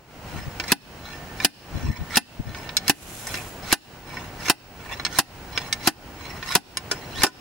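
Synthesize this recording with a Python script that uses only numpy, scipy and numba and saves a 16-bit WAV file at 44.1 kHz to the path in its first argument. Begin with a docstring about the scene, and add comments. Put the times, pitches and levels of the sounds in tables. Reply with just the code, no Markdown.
"""Far machinery drones outdoors and wind bumps the microphone as a steel weight scrapes along its rod.
It is a slide hammer, pulled ten times to draw a steel cover off the drive hub of a tracked machine.
The weight slides forward, clinks at the front stop and slams back into the rear one, ringing rod, cover
and hub; a limiter ducks under the blows. A sleeve brushes by midway. The last pull zips over the rod's
tool marks, and its blow knocks the cover free with a hollow clang."""
import sys
import numpy as np
from scipy import signal
from scipy.fft import rfft, irfft, next_fast_len
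from scipy.io import wavfile
from scipy.ndimage import uniform_filter1d, map_coordinates
from numba import njit

SR = 44100
rng = np.random.default_rng(int(sys.argv[2]) if len(sys.argv) > 2 else 0)


def unload_audio(sound):
    """Save the sound as a 16-bit wav file, at the path given as the first command line argument."""
    columns = np.transpose(np.atleast_2d(sound))
    # keep every value between -1 and 1, then stretch to whole-number steps
    steps = np.round(np.clip(columns, -1, 1) * 32767)
    wavfile.write(sys.argv[1], SR, steps.astype(np.int16))


N = 326643

# Stereo image of close sounds and of diffuse ones: freq_hz, left_right_correlation
CLOSE_IMAGE = [(100, 1), (300, 0.99), (800, 0.87), (1500, 0.88), (4000, 0.38), (8000, 0.12), (14000, -0.45)]
DIFFUSE_IMAGE = [(130, 0.92), (300, 0.96), (640, 0.88), (1400, 0.47), (3000, 0.15), (10000, 0.11)]
# Spectrum of the far machinery: freq_hz, level_db
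DRONE_SPECTRUM = [(15, -28.5), (25, 4), (101, 7), (224, 1.5), (529, -3), (790, -1), (1240, -7.5),
                  (1540, -5.5), (1670, -8.5), (3010, -11), (3540, -17.5), (3830, -15.5), (5420, -17.5),
                  (8780, -23.5), (15000, -29)]
# Its steady tones: pitch_hz, level_db
HUM_TONES = [(108, -64), (155, -56.5), (748, -62.5)]
# Resonances of the rod under the weight: pitch_hz, width_hz, level_db
ROD_MODES = [(1028, 240, -2), (1466, 126, -2.5), (1775, 48, 3.5), (2064, 360, -1.5), (2291, 128, 3),
             (2738, 160, -2.5), (3424, 130, -6), (4047, 94, 1.5), (4640, 160, -14.5), (5190, 62, 2.5),
             (5500, 140, -4), (6435, 66, -2), (8260, 180, -10.5), (10460, 140, -11.5), (12050, 230, -15)]
# Forward strokes of the weight: top_speed_s, length_s, scrape_db, sing_db
PUSH_STROKES = [(0.377, 0.24, -45.5, -62), (1.08, 0.17, -41, -45.5), (1.83, 0.23, -39, -46.5),
                (2.563, .26, -43.5, -46), (3.304, 0.21, -39.5, -66), (4.136, 0.22, -43, -60),
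                (4.89, 0.23, -39.5, -61), (5.576, .28, -42, -48), (6.3, 0.31, -42, -52),
                (7.006, 0.19, -45.5, -61)]
# Puffs of wind: peak_s, length_s, level_db
WIND_PUFFS = [(0.37, 0.12, -34), (0.476, 0.023, -27.5), (1.76, 0.056, -22.5), (1.87, 0.09, -18),
              (2.01, .05, -28.5), (2.401, 0.023, -20.5), (2.485, 0.07, -31), (7.19, .08, -33)]
# Their low rumble: freq_hz, level_db
WIND_SPECTRUM = [(15, -54), (25, -17), (59, 4), (108, 3), (260, -8.5), (487, -27.5), (700, -38), (910, -73),
                 (1540, -120)]
# Light contacts of weight and rod: start_s, level_db, body_db, treble_db
CLINK_HITS = [(0.599, -15.5, -6.5, 0), (0.638, -26, 13.5, 5), (0.68, -22, -10, 5), (1.401, -19.5, -1, -8),
              (2.158, -9, -13, 9), (2.547, -24.5, -9, -15), (2.691, -20, -4, -21), (2.768, -2.5, -26, 4),
              (2.88, -8, -9, 11), (3.269, -24, 0, 20), (3.342, -18.5, -3, -2), (3.353, -21.5, -15, -7),
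              (3.718, -16, -10, 4), (4.169, -30, 26, -12), (4.456, -25, 4, 10), (4.483, -15, 2, 4),
              (4.997, -23, 6.5, -11), (5.05, -9, -15.5, -1.5), (5.064, -17.5, -2.5, -1),
              (5.576, -9.5, -5, -7), (5.727, -8.5, -20.5, 8), (6.427, -21, -1, -15), (6.521, -17, -4, 3),
              (6.771, -11, -5.5, 11.5), (6.912, -18.5, -2, 11), (7.219, -15, 5, 3)]
# The tick of such a contact: freq_hz, level_db
CLINK_SPECTRUM = [(150, -38), (250, 0), (1200, -5), (1470, 7), (1980, -34), (2320, -1.5), (4410, -3.5),
                  (5350, -2), (5930, -10), (6590, -10.5), (16000, -35.5)]
# Blows on the rear stop and the pull into each: start_s, level_db, thump_db, clang_db, pull_s, scrape_db
BLOW_HITS = [(0.719, -0.5, -0.5, 1.5, .12, -32), (1.447, -0.5, 1.5, -7, 0.1, -31.5),
             (2.170, -3.5, 0.5, -0.5, 0.098, -27.5), (2.896, -5.5, 2.5, -1, 0.082, -32.5),
             (3.726, -2.5, -2.5, 0.5, 0.13, -27.5), (4.498, -6.5, -3.5, 3, .15, -28),
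             (5.187, -7, -1, 2.5, 0.12, -27.5), (5.873, -8, 2, 4, 0.086, -27.5),
             (6.552, -1, 4.5, 4.5, .17, -28), (7.234, -2.5, -3, 5.5, .13, -26.5)]
# The noisy crash of a blow: freq_hz, level_db
CRASH_SPECTRUM = [(35, -28), (60, -15.5), (268, 2.5), (579, -14.5), (785, -2), (1220, -9.5), (1820, -4),
                  (2250, -16), (2580, -1.5), (3270, -9), (5330, -5), (6000, -11), (10800, -12.5),
                  (16000, -16.5)]
# Rod, cover and hub ringing together: pitch_hz, level_db, t60_s
STEEL_MODES = [(242, -10, 0.034), (288.5, -3, 0.098), (724.5, -0.5, 0.067), (812, -1.5, 0.088),
               (1009, -1.5, 0.045), (1270, -11, 0.05), (1495, -5, 0.084), (1593, -8, 0.086),
               (1785, 2, 0.063), (2033, -6.5, 0.089), (2460, -10, 0.087), (2670, -6.5, 0.079),
               (3680, -12, 0.06), (4324, -1, 0.037), (4440, -6, 0.074), (4907, -1, 0.048), (5380, 7, 0.034),
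               (8200, -4, 0.068), (10600, -2.5, 0.082)]
# Hiss of brushing cloth: freq_hz, level_db
CLOTH_SPECTRUM = [(500, -31), (1500, -5), (3500, -1.5), (4500, -6.5), (7000, 0.5), (9000, -3), (11000, -1),
                  (15500, -11)]
# The cover knocks in its seat and comes free: start_s, level_db, hollow_db
COVER_KNOCKS = [(6.914, -15, -3), (7.243, 1, 9), (7.251, -5, 4), (7.266, -4, 0.5)]
# Ring of the loose cover: pitch_hz, level_db, t60_s
COVER_MODES = [(394, -4.5, 0.15), (755, -7, 0.1), (1007, -5.5, 0.1), (1480, 1.5, 0.093), (1760, -5, 0.085),
               (5210, 15, 0.028), (7100, -6, 0.087)]
# The zip of the last pull: peak_s, length_s, level_db
ZIP_SWELL = [(7.19, 0.12, -35)]
# The hammer's balance at the two microphone ports: freq_hz, left_minus_right_db
HAMMER_PAN = [(150, 4), (400, -1.5), (700, 3.5), (1300, -1), (2300, -4), (4400, -1), (8000, 1), (15000, .5)]
# Decay of the yard's tail: freq_hz, t60_s
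YARD_DECAY = [(150, 0.31), (1500, 0.53), (5000, 0.52), (14000, 0.5)]
# Colour of that tail: freq_hz, gain_db
YARD_EQ = [(100, 11), (300, 14.5), (1000, 0.5), (3000, 6.5), (12000, -2.5)]


def amp(db):
    """Decibels to gain."""
    return 10 ** (np.asarray(db) / 20)


def unit(x):
    """Scale to an rms of 1."""
    return x / np.sqrt(np.mean(x ** 2) + 1e-20)


def along(points, hz):
    """Read (freq_hz, value) points on a log frequency axis."""
    freqs, values = np.transpose(points)
    return np.interp(np.log(hz + 1), np.log(freqs + 1), values)


def eq(points):
    """An EQ curve, gain by frequency, through (freq_hz, level_db) points."""
    return lambda hz: amp(along(points, hz))


def wobble(rate_hz):
    """A smooth random drift with rate_hz knots a second."""
    knots = rng.standard_normal(int(N * rate_hz / SR) + 4)
    return map_coordinates(knots, [np.arange(N) * rate_hz / SR])


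def filtered(x, response):
    """Play x through a frequency response."""
    n = x.shape[-1]
    padded = next_fast_len(n + n // 8)
    return irfft(rfft(x, padded) * response(np.fft.rfftfreq(padded, 1 / SR)), padded)[..., :n]


def noise(colour, image, size=N):
    """Stereo noise of rms 1 with a given colour and stereo image."""
    def mid_side(hz):
        angle = np.arccos(np.clip(along(image, hz), -1, 1)) / 2
        return colour(hz) * np.array([np.cos(angle), np.sin(angle)])
    mid, side = filtered(rng.standard_normal((2, size)), mid_side)
    return unit(np.array([mid + side, mid - side]))


def swells(rows, rise, power=1.94):
    """Envelope of (peak_s, length_s, level_db) swells, 10 dB down at each end; rise is a share of each."""
    t, gain = np.arange(N) / SR, np.zeros(N)
    for peak_s, length_s, db in rows:
        away = np.abs(t - peak_s) / (length_s * np.where(t < peak_s, rise, 1 - rise))
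        gain += amp(db - 10 * np.minimum(away ** power, 10))
    return gain


def shimmer(x, depth_db):
    """Each band swells and sinks on its own within a few hundredths of a second."""
    bands = signal.stft(x, nperseg=512)[2]
    drift = uniform_filter1d(rng.standard_normal(bands.shape[1:]), size=4, axis=0)
    drift = uniform_filter1d(drift, size=7, axis=1)
    return signal.istft(bands * amp(depth_db * unit(drift)), nperseg=512)[1][:, :N]


def add(track, start_s, sound):
    """Mix a sound into a track."""
    part = track[:, round(start_s * SR):][:, :sound.shape[1]]
    part += sound[:, :part.shape[1]]


def drone_and_whine(drone_db=-39, whine_db=-55, whine_hz=15704):
    """The bed: far machinery drones and hums, and the microphone's electronics whine faintly."""
    t = np.arange(N) / SR
    drone = amp(drone_db + 1.66 * wobble(9.4)) * noise(eq(DRONE_SPECTRUM), DIFFUSE_IMAGE)
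    hum = sum(amp(db + 2.3 * wobble(3.7)) * np.sin(2 * np.pi * hz * t + 1.2 * wobble(17))
              for hz, db in HUM_TONES)
    whine = amp(whine_db + 1.2 * wobble(3)) * np.sin(2 * np.pi * whine_hz * t) * amp([[-1.5], [1.5]])
    return drone + np.sqrt(2) * (hum + whine)


def rod_response(hz):
    """The rod as a bank of resonators of alternating polarity."""
    return sum((-1) ** k * amp(db) * 1j * hz * width / (pitch ** 2 - hz ** 2 + 1j * hz * width)
               for k, (pitch, width, db) in enumerate(ROD_MODES))


def rod_scrape(grain_db=4, chatter_db=3, grit_per_s=130, grit_db=-4, reflection=0.48):
    """Roughness and grit excite the rod; waves reflected at the moving weight sweep its colour."""
    rough = unit(amp(grain_db * wobble(1100) + chatter_db * wobble(70)))
    grit = unit((rng.random(N) < grit_per_s / SR) * 1.)
    friction = (rough + amp(grit_db) * grit) * noise(eq([(1000, 0.5), (10000, -2)]), CLOSE_IMAGE)
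    direct = shimmer(filtered(friction, rod_response), depth_db=5)
    n = np.arange(N)
    stroke_edges = np.r_[0, np.transpose(BLOW_HITS)[0]] * SR
    strokes = np.interp(n, stroke_edges, np.arange(len(stroke_edges)))
    position = np.sin(np.pi * strokes) ** 2  # 0 at the rear stop, 1 at the front
    delay_s = 0.000507 + 0.000724 * position
    reflected = np.array([np.interp(n - delay_s * SR, n, side) for side in direct])
    return unit(direct + reflection * reflected)


def pushes(scrape, push_db=2, unsteady_db=2, sing_db=-3, sing_hz=1794, width_hz=24, sing_s=0.47):
    """The weight slides forward, speeds up and coasts; the rod's bending note sings a little longer."""
    glide = swells([row[:3] for row in PUSH_STROKES], rise=0.36, power=2.04)
    slide = amp(push_db + unsteady_db * wobble(35)) * glide * scrape
    note = noise(lambda hz: 1 / (1 + ((hz - sing_hz) / width_hz) ** 2), CLOSE_IMAGE)
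    sustain = swells([(peak_s, sing_s, db) for peak_s, _, _, db in PUSH_STROKES], rise=0.15)
    return slide + amp(sing_db) * note * sustain


def wind(buffet_db=-2, lumpy_db=3):
    """Lumps of moving air bump the microphone ports, mostly the left one."""
    gusts = swells(WIND_PUFFS, rise=0.46) * amp(buffet_db + lumpy_db * wobble(200))
    return gusts * noise(eq(WIND_SPECTRUM), image=[(100, 0.067)]) * amp([[3], [-5]])


def ring(t, modes, tint, scatter_db, detune, spread_hz=5000):
    """Struck steel rings in decaying modes, varied per hit; short waves reach the ports out of step."""
    hz, db, t60_s = np.transpose(modes)[:, :, None]
    strength, skew, shift = rng.standard_normal((3, len(modes), 1))
    envelope = tint(hz) * amp(db + scatter_db * strength - 60 * t / t60_s)
    phase = 2 * np.pi * hz * (1 + detune * shift) * t + rng.uniform(0, 2 * np.pi, hz.shape)
    offset = skew * hz / spread_hz
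    return np.array([np.sum(envelope * np.sin(phase + port * offset), 0) for port in (-1, 1)])


def clink(t, db, body_db, treble_db, t60_s, ring_db, snap_t60_s=0.0077):
    """A light contact ticks and rings the rod, tuned a little differently each time."""
    tint = eq([(700, body_db), (4000, 0), (9000, treble_db)])
    decay = amp(-60 * t / t60_s) + amp(-60 * t / snap_t60_s)
    tick = noise(lambda hz: eq(CLINK_SPECTRUM)(hz) * tint(hz), CLOSE_IMAGE, len(t)) * decay
    modes = [(hz, mode_db, 0.06 * (2000 / hz) ** 0.36) for hz, _, mode_db in ROD_MODES]
    tone = amp(ring_db) * ring(t, modes, tint, scatter_db=3.5, detune=0.0302)
    attack_s = 0.00093 * amp(-27 - db)  # a glancing touch starts softly
    return amp(db) * (tick + tone) * (1 - np.exp(-t / attack_s))


def clinks(gain_db=-10):
    """The weight rattles on the rod and meets the front stop."""
    out, t = np.zeros((2, N)), np.arange(SR // 6) / SR
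    for start_s, db, body_db, treble_db in CLINK_HITS:
        add(out, start_s, amp(gain_db) * clink(t, db, body_db, treble_db, t60_s=0.053, ring_db=-3))
    return out


def pulls(scrape, hiss_db=-5, speed_power=1.85):
    """The weight is yanked back, gaining speed steadily: its scrape swells and stops dead at the blow."""
    t, envelope = np.arange(N) / SR, np.zeros(N)
    for blow_s, *_, pull_s, scrape_db in BLOW_HITS:
        speed = (t < blow_s) * np.clip(1 - (blow_s - t) / pull_s, 0, 1)
        envelope += amp(scrape_db) * speed ** speed_power
    hiss_colour = eq([(300, -7), (1200, -1.5), (2300, -7), (3300, -1),
                      (4300, 0), (5500, 0), (7500, -6.5), (15000, -13)])
    return envelope * (scrape + amp(hiss_db) * noise(hiss_colour, CLOSE_IMAGE))


def blows(gain_db=11, ring_db=-13, crack_db=-6, crack_t60_s=0.0077, bloom_s=0.0029, contact_s=0.0053):
    """Steel on steel: a crack, then the shock runs up the rod and sets cover and hub crashing."""
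    out, t = np.zeros((2, N)), np.arange(SR // 5) / SR
    crack_colour = eq([(500, 0), (4000, -18), (10000, 13), (15000, 4.5)])
    for count, (start_s, db, thump_db, clang_db, _, _) in enumerate(BLOW_HITS):
        t60_s = 0.032 + 0.0026 * count  # the crash lengthens as the cover works loose
        tint = eq([(300, thump_db), (500, 0), (900, clang_db), (2000, 0)])
        crash = noise(lambda hz: eq(CRASH_SPECTRUM)(hz) * tint(hz), CLOSE_IMAGE, len(t))
        crash *= amp(-60 * np.maximum(t - contact_s, 0) / t60_s)
        crack = noise(crack_colour, CLOSE_IMAGE, len(t)) * amp(crack_db - 60 * t / crack_t60_s)
        tone = amp(ring_db) * ring(t, STEEL_MODES, tint, scatter_db=2, detune=0.0072)
        body = (crash + tone) * (1 - np.exp(-t / bloom_s))
        add(out, start_s, amp(db + gain_db) * (crack + body))
    return out


def sleeve(start_s=2.893, attack_s=0.023, hold_s=0.48, fade_db_per_s=75, cloth_db=-39, crackle_db=2):
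    """Cloth brushes the microphone with a wide, crackly hiss: it touches, holds and slides off."""
    age = np.maximum(np.arange(N) / SR - start_s, 0)
    touch = (1 - np.exp(-age / attack_s)) * amp(-fade_db_per_s * np.maximum(age - hold_s, 0))
    crackle = amp(cloth_db + wobble(60) + crackle_db * wobble(900))
    return crackle * touch * noise(eq(CLOTH_SPECTRUM), DIFFUSE_IMAGE) * amp([[-0.7], [0.7]])


def loose_cover(scuff_db=-6, ring_db=-9, attack_s=0.0009):
    """The loose cover scuffs its seat and rings on its own, hollower as it leaves the hub."""
    out, t = np.zeros((2, N)), np.arange(SR // 5) / SR
    for start_s, db, hollow_db in COVER_KNOCKS:
        scuff = amp(scuff_db) * clink(t, db, 6.5 + hollow_db, treble_db=14, t60_s=0.08, ring_db=-14)
        hollow = eq([(400, 0), (750, hollow_db), (1050, hollow_db), (1450, 0)])
        tone = amp(db + ring_db) * ring(t, COVER_MODES, hollow, scatter_db=0, detune=0.003)
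        add(out, start_s, scuff + tone * (1 - np.exp(-t / attack_s)))
    return out


def tool_mark_zip(pitch_hz=4100, octaves_per_s=10, roughness=0.051, flutter_db=3):
    """Tool marks pass ever faster under the weight and give a rough, rising note."""
    from_peak_s = np.arange(N) / SR - ZIP_SWELL[0][0]
    octaves = np.clip(octaves_per_s * from_peak_s, -1, 1)
    hz = pitch_hz * 2 ** octaves * (1 + roughness * wobble(1500))
    note = np.sin(2 * np.pi * np.cumsum(hz) / SR)
    return swells(ZIP_SWELL, rise=0.43) * amp(flutter_db * wobble(390)) * note


def yard_tail(x):
    """The machine's flank and the ground send back a thin tail."""
    hz, t, bands = signal.stft(rng.standard_normal((2, SR // 2)), SR, nperseg=256)
    decay = amp(-60 * t / along(YARD_DECAY, hz)[:, None])
    impulse = signal.istft(bands * decay, SR, nperseg=256)[1]
    tail = signal.fftconvolve(x, impulse / np.linalg.norm(impulse[0]), axes=1)[:, :N]
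    return filtered(tail, eq(YARD_EQ))


def scene(yard_db=-31):
    """The mix: the hammer up close with its tail, wind and cloth on the microphone, the bed behind."""
    scrape = rod_scrape()
    hammer = blows() + clinks() + loose_cover() + pushes(scrape) + pulls(scrape) + tool_mark_zip()
    hammer = filtered(hammer, lambda hz: amp(np.outer([0.5, -0.5], along(HAMMER_PAN, hz))))
    return hammer + amp(yard_db) * yard_tail(hammer) + wind() + sleeve() + drone_and_whine()


@njit
def ducking(excess_db, cut_db, attack_s, hold_s, release_s):
    """The limiter's gain reduction in dB, starting at cut_db: it grabs, holds, then lets go."""
    out, wait = np.zeros(len(excess_db)), hold_s * SR
    for i in range(len(excess_db)):
        if excess_db[i] > cut_db:
            cut_db += (excess_db[i] - cut_db) / (attack_s * SR)
            wait = hold_s * SR
        elif wait > 0:
            wait -= 1
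        else:
            cut_db -= cut_db / (release_s * SR)
        out[i] = cut_db
    return out


def record(dry, threshold_db=-5, full_scale=0.9, top_hz=16300):
    """A limiter starts ducked and dips under the blows; overshoots are sheared, the very top is cut."""
    excess_db = 20 * np.log10(np.abs(dry).max(0) + 1e-9) - threshold_db
    cut_db = ducking(excess_db, cut_db=12.0, attack_s=0.00019, hold_s=0.071, release_s=0.09)
    limited = np.clip(dry * amp(-cut_db), -full_scale, full_scale)
    return filtered(limited, lambda hz: hz < top_hz)


dry = scene()
out = record(dry)
unload_audio(out)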